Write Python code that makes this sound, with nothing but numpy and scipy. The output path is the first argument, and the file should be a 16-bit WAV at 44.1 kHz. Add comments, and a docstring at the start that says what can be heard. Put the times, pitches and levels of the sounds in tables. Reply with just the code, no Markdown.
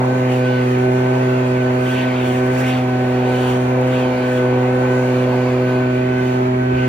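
"""A two-stroke leaf blower at steady throttle, carried along a kerb close to a stereo microphone.
The exhaust drones once per turn, air roars out of the tube, the twelve-bladed fan whines and the
housing buzzes. Down on the pavement the jet rushes, hisses through leaves and flicks up two bits
of grit; a stray draught brushes the microphone. Each source is a mid and side pair."""
import sys
import numpy as np
from scipy import signal
from scipy.fft import rfft, irfft, next_fast_len
from scipy.io import wavfile
from scipy.ndimage import uniform_filter1d, map_coordinates

SR = 44100
rng = np.random.default_rng(int(sys.argv[2]) if len(sys.argv) > 2 else 0)


def transcribe(signal):
    """Save signal, clipped to [-1, 1], as a 16-bit WAV file at the path in sys.argv[1]."""
    frames = np.atleast_2d(signal).T
    limited = np.clip(frames, -1, 1)
    pcm = np.round(limited * 32767).astype(np.int16)
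    wavfile.write(sys.argv[1], SR, pcm)


N = 303408

# exhaust tones, close up: shaft order, mid level/dB, side level/dB
EXHAUST_ORDERS = [(1, -22, -53), (2, -21, -43.5), (3, -24, -35.5), (4, -28, -37.5), (5, -30.5, -34),
                  (6, -39, -36), (7, -48.5, -42.5), (8, -48, -49), (9, -50, -43), (10, -51, -54),
                  (11, -56, -48), (14, -56.5, -61), (15, -57, -55.5)]
# gas noise in the silencer: f/Hz, mid level/dB, side level/dB
SILENCER_SPECTRUM = [(34.8, -37.5, -40.5), (61.7, -9, -41), (82, -5.5, -22.5), (104, -4, -33),
                     (160, -6, -29), (206, -0.5, -24.5), (300, -2, -25.5), (380, 6.5, -15), (475, -9, -22),
                     (724, -29, -25)]
# single orders swell and fade as the machine moves against ground and wall: t/s, level change/dB
MID_SWELL_1 = [(0.0, 2.2), (1.07, 2.5), (1.83, 1), (2.01, -2), (2.61, 1), (3.41, 0), (3.85, 2.5),
               (4.19, -4.5), (4.53, 1.5), (6.29, 0), (6.88, 2.5)]
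MID_SWELL_3 = [(0.0, -2), (0.51, -2.5), (0.85, 4), (1.87, -1.5), (1.99, -6.8), (2.41, 1.2), (2.51, 1.5),
               (2.75, -23), (2.85, -3), (3.29, 1.5), (4.27, -3.5), (4.41, 1.5), (6.53, 0.5), (6.88, -2)]
MID_SWELL_4 = [(0.0, 0.5), (0.44, 5.5), (0.78, -3), (1.82, -1), (1.94, -6), (2.57, 1), (2.64, -3),
               (2.92, -5.5), (3.32, 1.5), (3.68, -1.5), (3.78, 6), (4.26, 3), (4.37, 6.5), (4.6, 4.5),
               (5.62, 3.5), (5.8, -2.5), (6.36, -8.5), (6.48, -18), (6.67, -10.5), (6.88, -2)]
MID_SWELL_5 = [(0.0, -1.5), (0.45, 1), (0.66, -7), (0.79, -9), (0.85, 0.5), (2.95, -1.5), (3.66, -1),
               (4.48, 3), (4.56, -25), (4.62, -1.5), (6.02, 1), (6.25, -3), (6.52, 0), (6.73, -7),
               (6.87, -3)]
MID_SWELL_6 = [(0, 2), (.65, -1), (1.0, 3), (1.35, -8), (1.75, 1.5), (2.3, -2), (2.7, 5.5), (3.3, 7.5),
               (3.9, 0.5), (4.7, 3.5), (5.45, 1), (5.8, -2.5), (6.88, -2)]
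MID_SWELL_7 = [(0, 11.5), (.4, 3.5), (1.3, 8), (1.7, 0), (5.9, 2.5), (6.4, 9.5), (6.88, 4.5)]
SIDE_SWELL_3 = [(0.0, -5), (0.61, 2), (2.75, -1.5), (2.8, -12), (3.7, 1.5), (4.28, -15), (4.5, -2.5),
                (5.14, -11.5), (5.35, -0.5), (6.87, 4.5)]
SIDE_SWELL_4 = [(0.0, -3), (1.1, 4.5), (2.42, -5), (2.97, 3), (3.38, -8), (3.88, 1.5), (5.27, 2),
                (5.58, -5), (6.87, -4)]
SIDE_SWELL_5 = [(0.0, -3), (0.75, 1), (3.05, 0), (3.77, -9.5), (4.31, -1.5), (5.61, -10), (6.03, 6),
                (6.27, -1), (6.88, 3.5)]
def exhaust(angle):
    """One puff per turn: clean low orders, higher ones that waver more, and gas noise in the silencer."""
    mid_swells = {1: MID_SWELL_1, 3: MID_SWELL_3, 4: MID_SWELL_4,
                  5: MID_SWELL_5, 6: MID_SWELL_6, 7: MID_SWELL_7}
    side_swells = {3: SIDE_SWELL_3, 4: SIDE_SWELL_4, 5: SIDE_SWELL_5}
    out = amp(-31) * coloured(turbulence(patchy_db=1), SILENCER_SPECTRUM)
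    for order, mid_db, side_db in EXHAUST_ORDERS:
        if order in mid_swells:
            mid_db = mid_db + curve(mid_swells[order])
        if order in side_swells:
            side_db = side_db + curve(side_swells[order])
        clean = order <= 5
        waver_db = .3 if clean else min(.4 * order, 3)
        jitter_rad = .022 if clean else .06
        # the silencer turns the phase of the lowest orders, which rounds the puff
        phase = order * angle + 4.7 / order ** 2 - 1
        drift = order * (.1 * wobble(1.45) + jitter_rad * wobble(14))
        out += tone(phase + drift, mid_db, side_db, waver_db)
    return out


# air in the tube, close up: f/Hz, mid level/dB, side level/dB
ROAR_SPECTRUM = [(286, -14.5, -18), (463, 1.5, -5.5), (660, 0.5, -0.5), (820, -0.5, -0.5), (983, -1.5, 0.5),
                 (1204, -9.5, -6.5), (2040, -20, -17.5), (4000, -38.5, -31)]
# the roar head-on (mid) and off wall and kerb (side): t/s, level/dB
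ROAR_MID = [(0.0, -28), (0.69, -34), (1.17, -30.5), (2.05, -31.5), (2.81, -30.5), (3.27, -28.5),
            (3.79, -29.5), (4.35, -29), (5.45, -28), (6.01, -34.5), (6.88, -38)]
ROAR_SIDE = [(0.0, -27.5), (0.33, -29), (0.99, -28), (2.51, -29), (2.91, -34.5), (3.55, -28.5), (4.2, -31),
             (4.85, -27.5), (5.49, -35), (6.3, -29), (6.88, -28)]
def tube_roar(angle):
    """Turbulent air roars out of the tube and throbs slightly with each firing."""
    throb = 1 + .081 * np.cos(angle - .5)
    roar = coloured(turbulence(patchy_db=1.6) * throb, ROAR_SPECTRUM)
    return amp([curve(ROAR_MID), curve(ROAR_SIDE)]) * roar


# the whine at the microphone, head-on (mid) and from the sides: t/s, level/dB
FAN_MID = [(0, -45), (.13, -33), (.27, -40), (.36, -51), (.42, -33), (.58, -29), (.67, -47), (.84, -35.5),
           (1.42, -38.5), (1.48, -43), (1.66, -33), (1.74, -47), (1.86, -34), (2.08, -33), (2.16, -50),
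           (2.27, -34.5), (2.35, -43), (2.45, -32.5), (2.56, -35), (2.59, -38), (2.64, -33), (2.72, -37),
           (2.8, -47), (2.9, -35.5), (3.22, -40.5), (3.31, -33), (3.43, -36), (3.52, -42.5), (3.9, -37),
           (4.1, -39), (4.42, -33), (4.55, -38.5), (4.98, -31.5), (5.18, -41), (5.42, -35.5), (5.55, -46),
           (5.7, -33), (6.1, -36.5), (6.19, -31.5), (6.27, -39), (6.38, -37.5), (6.5, -61), (6.61, -36),
           (6.7, -38.5), (6.87, -32)]
FAN_SIDE = [(0.0, -37), (0.19, -62), (0.29, -46.5), (1.85, -37), (2.1, -51), (2.6, -38), (2.93, -53),
            (3.8, -52), (5.53, -54), (6.25, -51), (6.42, -36), (6.87, -38)]
def fan(angle, blades=12):
    """The blades pass the scroll's lip, with a faint octave; uneven inflow makes the whine flutter."""
    mid_db, side_db = curve(FAN_MID), curve(FAN_SIDE)
    phase = blades * angle + .2 * wobble(55)
    whine = tone(phase, mid_db, side_db, waver_db=0)
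    octave = tone(2 * phase, mid_db - 21, side_db - 20, waver_db=3)
    flutter = amp(1.6 * wobble(45))
    return flutter * (whine + octave)


# the plastic housing, close up: f/Hz, mid level/dB, side level/dB
HOUSING_SPECTRUM = [(900, -19, -23.5), (1660, -1.5, -12.5), (2400, -4, -1), (2950, -12, -7),
                    (3800, -16, -12.5), (4360, -18, -12.5), (5970, -35, -28)]
def housing(angle):
    """The piston's knocks repeat every turn and buzz faintly in the plastic housing."""
    buzz = np.zeros((2, N))
    for order in range(13, 42):
        drift = rng.uniform(0, 2 * np.pi, (2, 1)) + .05 * order * wobble(12)
        buzz += amp(1.3 * wobble(4.1)) * np.cos(order * angle + drift)
    return amp(-44.5) * coloured(buzz, HOUSING_SPECTRUM)


# the jet at the nozzle (rush) and on the ground (splash): f/Hz, mid level/dB, side level/dB
RUSH_SPECTRUM = [(885, -8, -18.5), (1350, 2.5, 6), (1850, 4, -1.5), (2440, 3, 1), (2820, -11, -6.5),
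                 (3240, -34.5, -22)]
SPLASH_SPECTRUM = [(1930, -17.5, -22), (2550, 4, -2), (3020, 0.5, -1), (3350, -3, -10), (4080, -13, -19),
                   (4620, -8, -19), (4850, -19.5, -26), (8400, -43.5, -31)]
def jet(impact_db):
    """The stream rushes from the nozzle, left of the microphone, and brightens as it hits the ground."""
    stream = from_left(turbulence(patchy_db=1.6), share=.7)
    spray = from_left(turbulence(patchy_db=1.9), share=.7)
    rush = amp(-36 + .38 * impact_db) * coloured(stream, RUSH_SPECTRUM)
    splash = amp(-42.5 + 1.15 * impact_db) * coloured(spray, SPLASH_SPECTRUM)
    return ground_bounce(rush + splash, impact_db)


def ground_bounce(pair, impact_db, delay_s=.0019, strength=.4, shrink_per_db=.23):
    """An echo off the pavement; its path shortens as the jet bears down, so the colour sweeps up."""
    n = np.arange(N)
    nearness_db = np.maximum(uniform_filter1d(impact_db, size=SR // 16), -2)
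    lag = SR * delay_s * np.exp(-shrink_per_db * nearness_db + .05 * wobble(3))
    echo = np.array([np.interp(n - lag, n, channel) for channel in pair])
    return (pair + strength * echo) / np.hypot(1, strength)


# the jet catches an edge: t/s, half length/s, peak level/dB, f/Hz, half width/Hz
EDGE_SWISHES = [(.33, 0.034, -38, 2850, 350), (2.002, 0.038, -32, 2680, 850),
                (2.248, 0.076, -37, 2700, 800), (2.712, 0.044, -36, 2980, 950),
                (3.418, 0.12, -41.5, 3180, 900), (3.955, .03, -38, 3050, 800),
                (4.376, 0.017, -38, 2900, 800), (6.82, .05, -41.5, 2680, 600)]
def swishes(side_db=-6.5):
    """Eddies shed at an edge rush in a band of their own as the nozzle swings past."""
    t = np.arange(N) / SR
    out = np.zeros((2, N))
    for at_s, half_s, db, hz, width_hz in EDGE_SWISHES:
        noise = rng.standard_normal((2, N))
        eddies = unit(filtered(noise, lambda f: np.exp(-((f - hz) / width_hz) ** 2)))
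        out += amp(db) * np.exp(-.5 * ((t - at_s) / half_s) ** 2) * eddies
    return amp([[0], [side_db]]) * out


# wide hiss of air over ground and leaves; the gap in the mid around 10 kHz comes from audio coding:
# f/Hz, mid level/dB, side level/dB
HISS_SPECTRUM = [(2010, -18.5, -9.5), (4000, 8.5, 7.5), (4900, -2.5, 9.5), (5600, 5.5, 6), (7350, 3.5, 10),
                 (9800, -58.5, 8.5), (10100, -48.5, 6.5), (12800, -2, 3), (17000, -8, -12)]
DUST_SPECTRUM = [(2500, -21.5, -13.5), (4050, -3.5, 5), (4930, -7.5, 5.5), (5500, 8.5, 4.5), (8050, 2, 13),
                 (9460, -50, 13), (10500, -46, 10), (12100, -2.5, 5), (17000, -0.5, -7.5)]
# the even hiss along the kerb: t/s, level/dB
EVEN_HISS = [(0, -51.5), (.9, -51), (1.7, -53), (3.1, -51.5), (4.6, -53), (5.05, -50), (6.05, -55),
             (6.3, -51.5), (6.6, -56), (6.88, -52.5)]
# the jet catches leaves and dust: t/s, half length/s, peak level/dB
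DUST_PUFFS = [(.36, 0.046, -53.5), (1.92, 0.09, -49), (2.32, 0.09, -49), (2.62, 0.1, -47),
              (3.47, 0.11, -49), (3.97, .06, -55.5), (4.34, 0.079, -54)]
def debris_hiss(impact_db):
    """The jet hisses over the ground, a little louder as it bears down, and puffs through leaves."""
    hiss_db = curve(EVEN_HISS) + .15 * impact_db + .78 * wobble(17)
    hiss = amp(hiss_db) * coloured(turbulence(patchy_db=1.1), HISS_SPECTRUM)
    puffs = swells(DUST_PUFFS, base_db=-76) * amp(1.7 * wobble(30))
    return hiss + puffs * coloured(turbulence(patchy_db=1.3), DUST_SPECTRUM)


# passes low over the pavement: t/s, half length/s, peak level/dB
SKIM_PASSES = [(.52, 0.12, -50), (2.1, 0.059, -51), (4.17, .11, -50), (5.45, .3, -51)]
# their sizzle: f/Hz, mid level/dB, side level/dB
SIZZLE_SPECTRUM = [(3100, -18, -26.5), (4000, 3.5, -8.5), (4800, -2.5, -6), (5560, -20, -23.5)]
def sizzle():
    """The jet skims flat over the concrete and sizzles."""
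    return swells(SKIM_PASSES, base_db=-71.5) * coloured(turbulence(patchy_db=2.5), SIZZLE_SPECTRUM)


# two short ticks at the kerb: t/s, side level/dB, f/Hz, time to fade by 60 dB/s
GRIT_TICKS = [(3.8122, -29, 7340, .007), (3.875, -36, 10000, .022)]
def grit(mid_db=-11):
    """Two flung grains tick; audio coding smears the second into a brief high fizz."""
    t = np.arange(N) / SR
    ticks = np.zeros(N)
    for at_s, db, hz, fade_s in GRIT_TICKS:
        age = np.maximum(t - at_s, 0)
        crack = rng.standard_normal(N) * (age > 0)
        high_tone = .5 * np.sin(2 * np.pi * hz * age)
        ticks += amp(db - 60 * age / fade_s) * (high_tone + crack)
    return amp([[mid_db], [0]]) * ticks


# gusts right on the microphone: t/s, half length/s, peak level/dB
MIC_GUSTS = [(3.4, .35, -46.5), (5.96, .18, -39.5), (6.55, 0.12, -40.5), (6.82, 0.13, -39)]
# their rumble: f/Hz, mid level/dB, side level/dB
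DRAUGHT_SPECTRUM = [(15.4, -26, -27), (30, -5.5, -20.5), (50.6, -2.5, -15.5), (74, 8.5, -24.5),
                    (139, -20.5, -34)]
def draught():
    """Stray air buffets the microphone with a low rumble."""
    return swells(MIC_GUSTS, base_db=-54.5) * coloured(turbulence(patchy_db=2.5), DRAUGHT_SPECTRUM)


def amp(db):
    """Decibels to gain."""
    return 10 ** (np.asarray(db) / 20)


def unit(x):
    """Scale to rms 1."""
    return x / np.sqrt(np.mean(x ** 2) + 1e-20)


def curve(rows):
    """Join (t/s, value) rows with straight lines, one value per sample."""
    return np.interp(np.arange(N) / SR, *np.transpose(rows))


def wobble(rate):
    """A smooth random curve with rate knots a second."""
    knots = rng.standard_normal(int(N * rate / SR) + 4)
    return map_coordinates(knots, [np.arange(N) * rate / SR])


def swells(rows, base_db):
    """Gain of a steady level with bell-shaped swells on top; their powers add."""
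    t = np.arange(N) / SR
    bells = sum(amp(db) ** 2 * np.exp(-((t - at_s) / half_s) ** 2) for at_s, half_s, db in rows)
    return np.sqrt(amp(base_db) ** 2 + bells)


def filtered(x, response):
    """Filter x by a response given as a function of frequency."""
    size = next_fast_len(N + 8192)
    return irfft(rfft(x, size) * response(np.fft.rfftfreq(size, 1 / SR)), size)[..., :N]


def coloured(pair, spectrum):
    """Give a mid and side pair its two spectra; levels are relative, as the mid comes out at rms 1."""
    points_hz, *levels = np.transpose(spectrum)
    def response(hz):
        return amp([np.interp(np.log(hz + 1), np.log(points_hz), db, -70, -70) for db in levels])
    out = filtered(pair, response)
    return out / np.std(out[0])


def turbulence(patchy_db):
    """Mid and side noise with eddies: patches of random gain in time and frequency."""
    spectra = signal.stft(rng.standard_normal((2, N)), nperseg=512)[2]
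    patches = rng.standard_normal(spectra.shape[1:])
    patches = uniform_filter1d(patches, size=6, axis=0)  # across frequency
    patches = uniform_filter1d(patches, size=20, axis=1)  # across time
    return signal.istft(spectra * amp(patchy_db * unit(patches)), nperseg=512)[1][:, :N]


def tone(phase, mid_db, side_db, waver_db):
    """One partial as mid and side; its reflections drift in strength and phase."""
    mid = amp(mid_db + waver_db * wobble(7)) * np.cos(phase)
    side = amp(side_db + 1.2 * wobble(4.5)) * np.sin(phase - .55 + .49 * wobble(2.965))
    return np.sqrt(2) * np.array([mid, side])


def from_left(pair, share):
    """Part of the side is the mid a quarter cycle early: sound reaches the microphone's left first."""
    mid, side = pair
    early = filtered(mid, lambda hz: 1j)
    return np.array([mid, share * early + np.sqrt(1 - share ** 2) * side])


# the shaft's speed hunts slightly around full throttle: t/s, f/Hz
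SHAFT_SPEED = [(0.0, 127.1), (0.17, 127.3), (0.63, 125.4), (1.17, 127.3), (1.71, 125.8), (1.99, 127.1),
               (2.25, 125.6), (2.61, 127.6), (2.91, 125.7), (3.51, 125.7), (3.93, 127.3), (4.19, 125.7),
               (4.43, 125.4), (4.83, 126.6), (5.37, 125.8), (6.59, 126.5), (6.88, 127.2)]
# the swinging jet meets the pavement now squarely, now at a glance: t/s, impact level/dB
JET_IMPACT = [(0.0, -4), (0.27, -2.5), (0.32, 1.5), (0.4, 0), (0.5, 1.5), (0.76, .5), (0.87, -4.5),
              (1.24, 1), (1.52, 1), (1.78, -2), (1.87, 3.5), (2.0, 7.5), (2.09, 3), (2.19, 4), (2.37, 2.4),
              (2.44, -2.5), (2.51, -1.5), (2.58, 4), (2.7, 7.5), (2.78, 4.3), (2.84, -3), (3.1, -1),
              (3.32, 3.8), (3.5, 4.5), (3.6, -2.5), (3.78, -4), (3.9, -.5), (3.96, 2.7), (4.1, 1.5),
              (4.38, 2.2), (4.45, -2), (5.17, .7), (5.6, -1), (6.31, -.3), (6.5, -7), (6.71, -5),
              (6.79, 1.5), (6.88, 1)]
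def scene():
    """One shaft drives the machine, one swinging jet sweeps the kerb; mid and side become stereo."""
    tremble_hz = .174 * wobble(40)  # no two firings push equally hard
    angle = 2 * np.pi * np.cumsum(curve(SHAFT_SPEED) + tremble_hz) / SR
    impact_db = curve(JET_IMPACT)
    machine = exhaust(angle) + tube_roar(angle) + fan(angle) + housing(angle)
    pavement = jet(impact_db) + swishes() + debris_hiss(impact_db) + sizzle() + grit()
    mid, side = machine + pavement + draught()
    return np.array([mid + side, mid - side])


def record(dry, top_hz=15830):
    """Nothing is kept above the band limit."""
    return filtered(dry, lambda hz: hz < top_hz)


dry = scene()
out = record(dry)
transcribe(out)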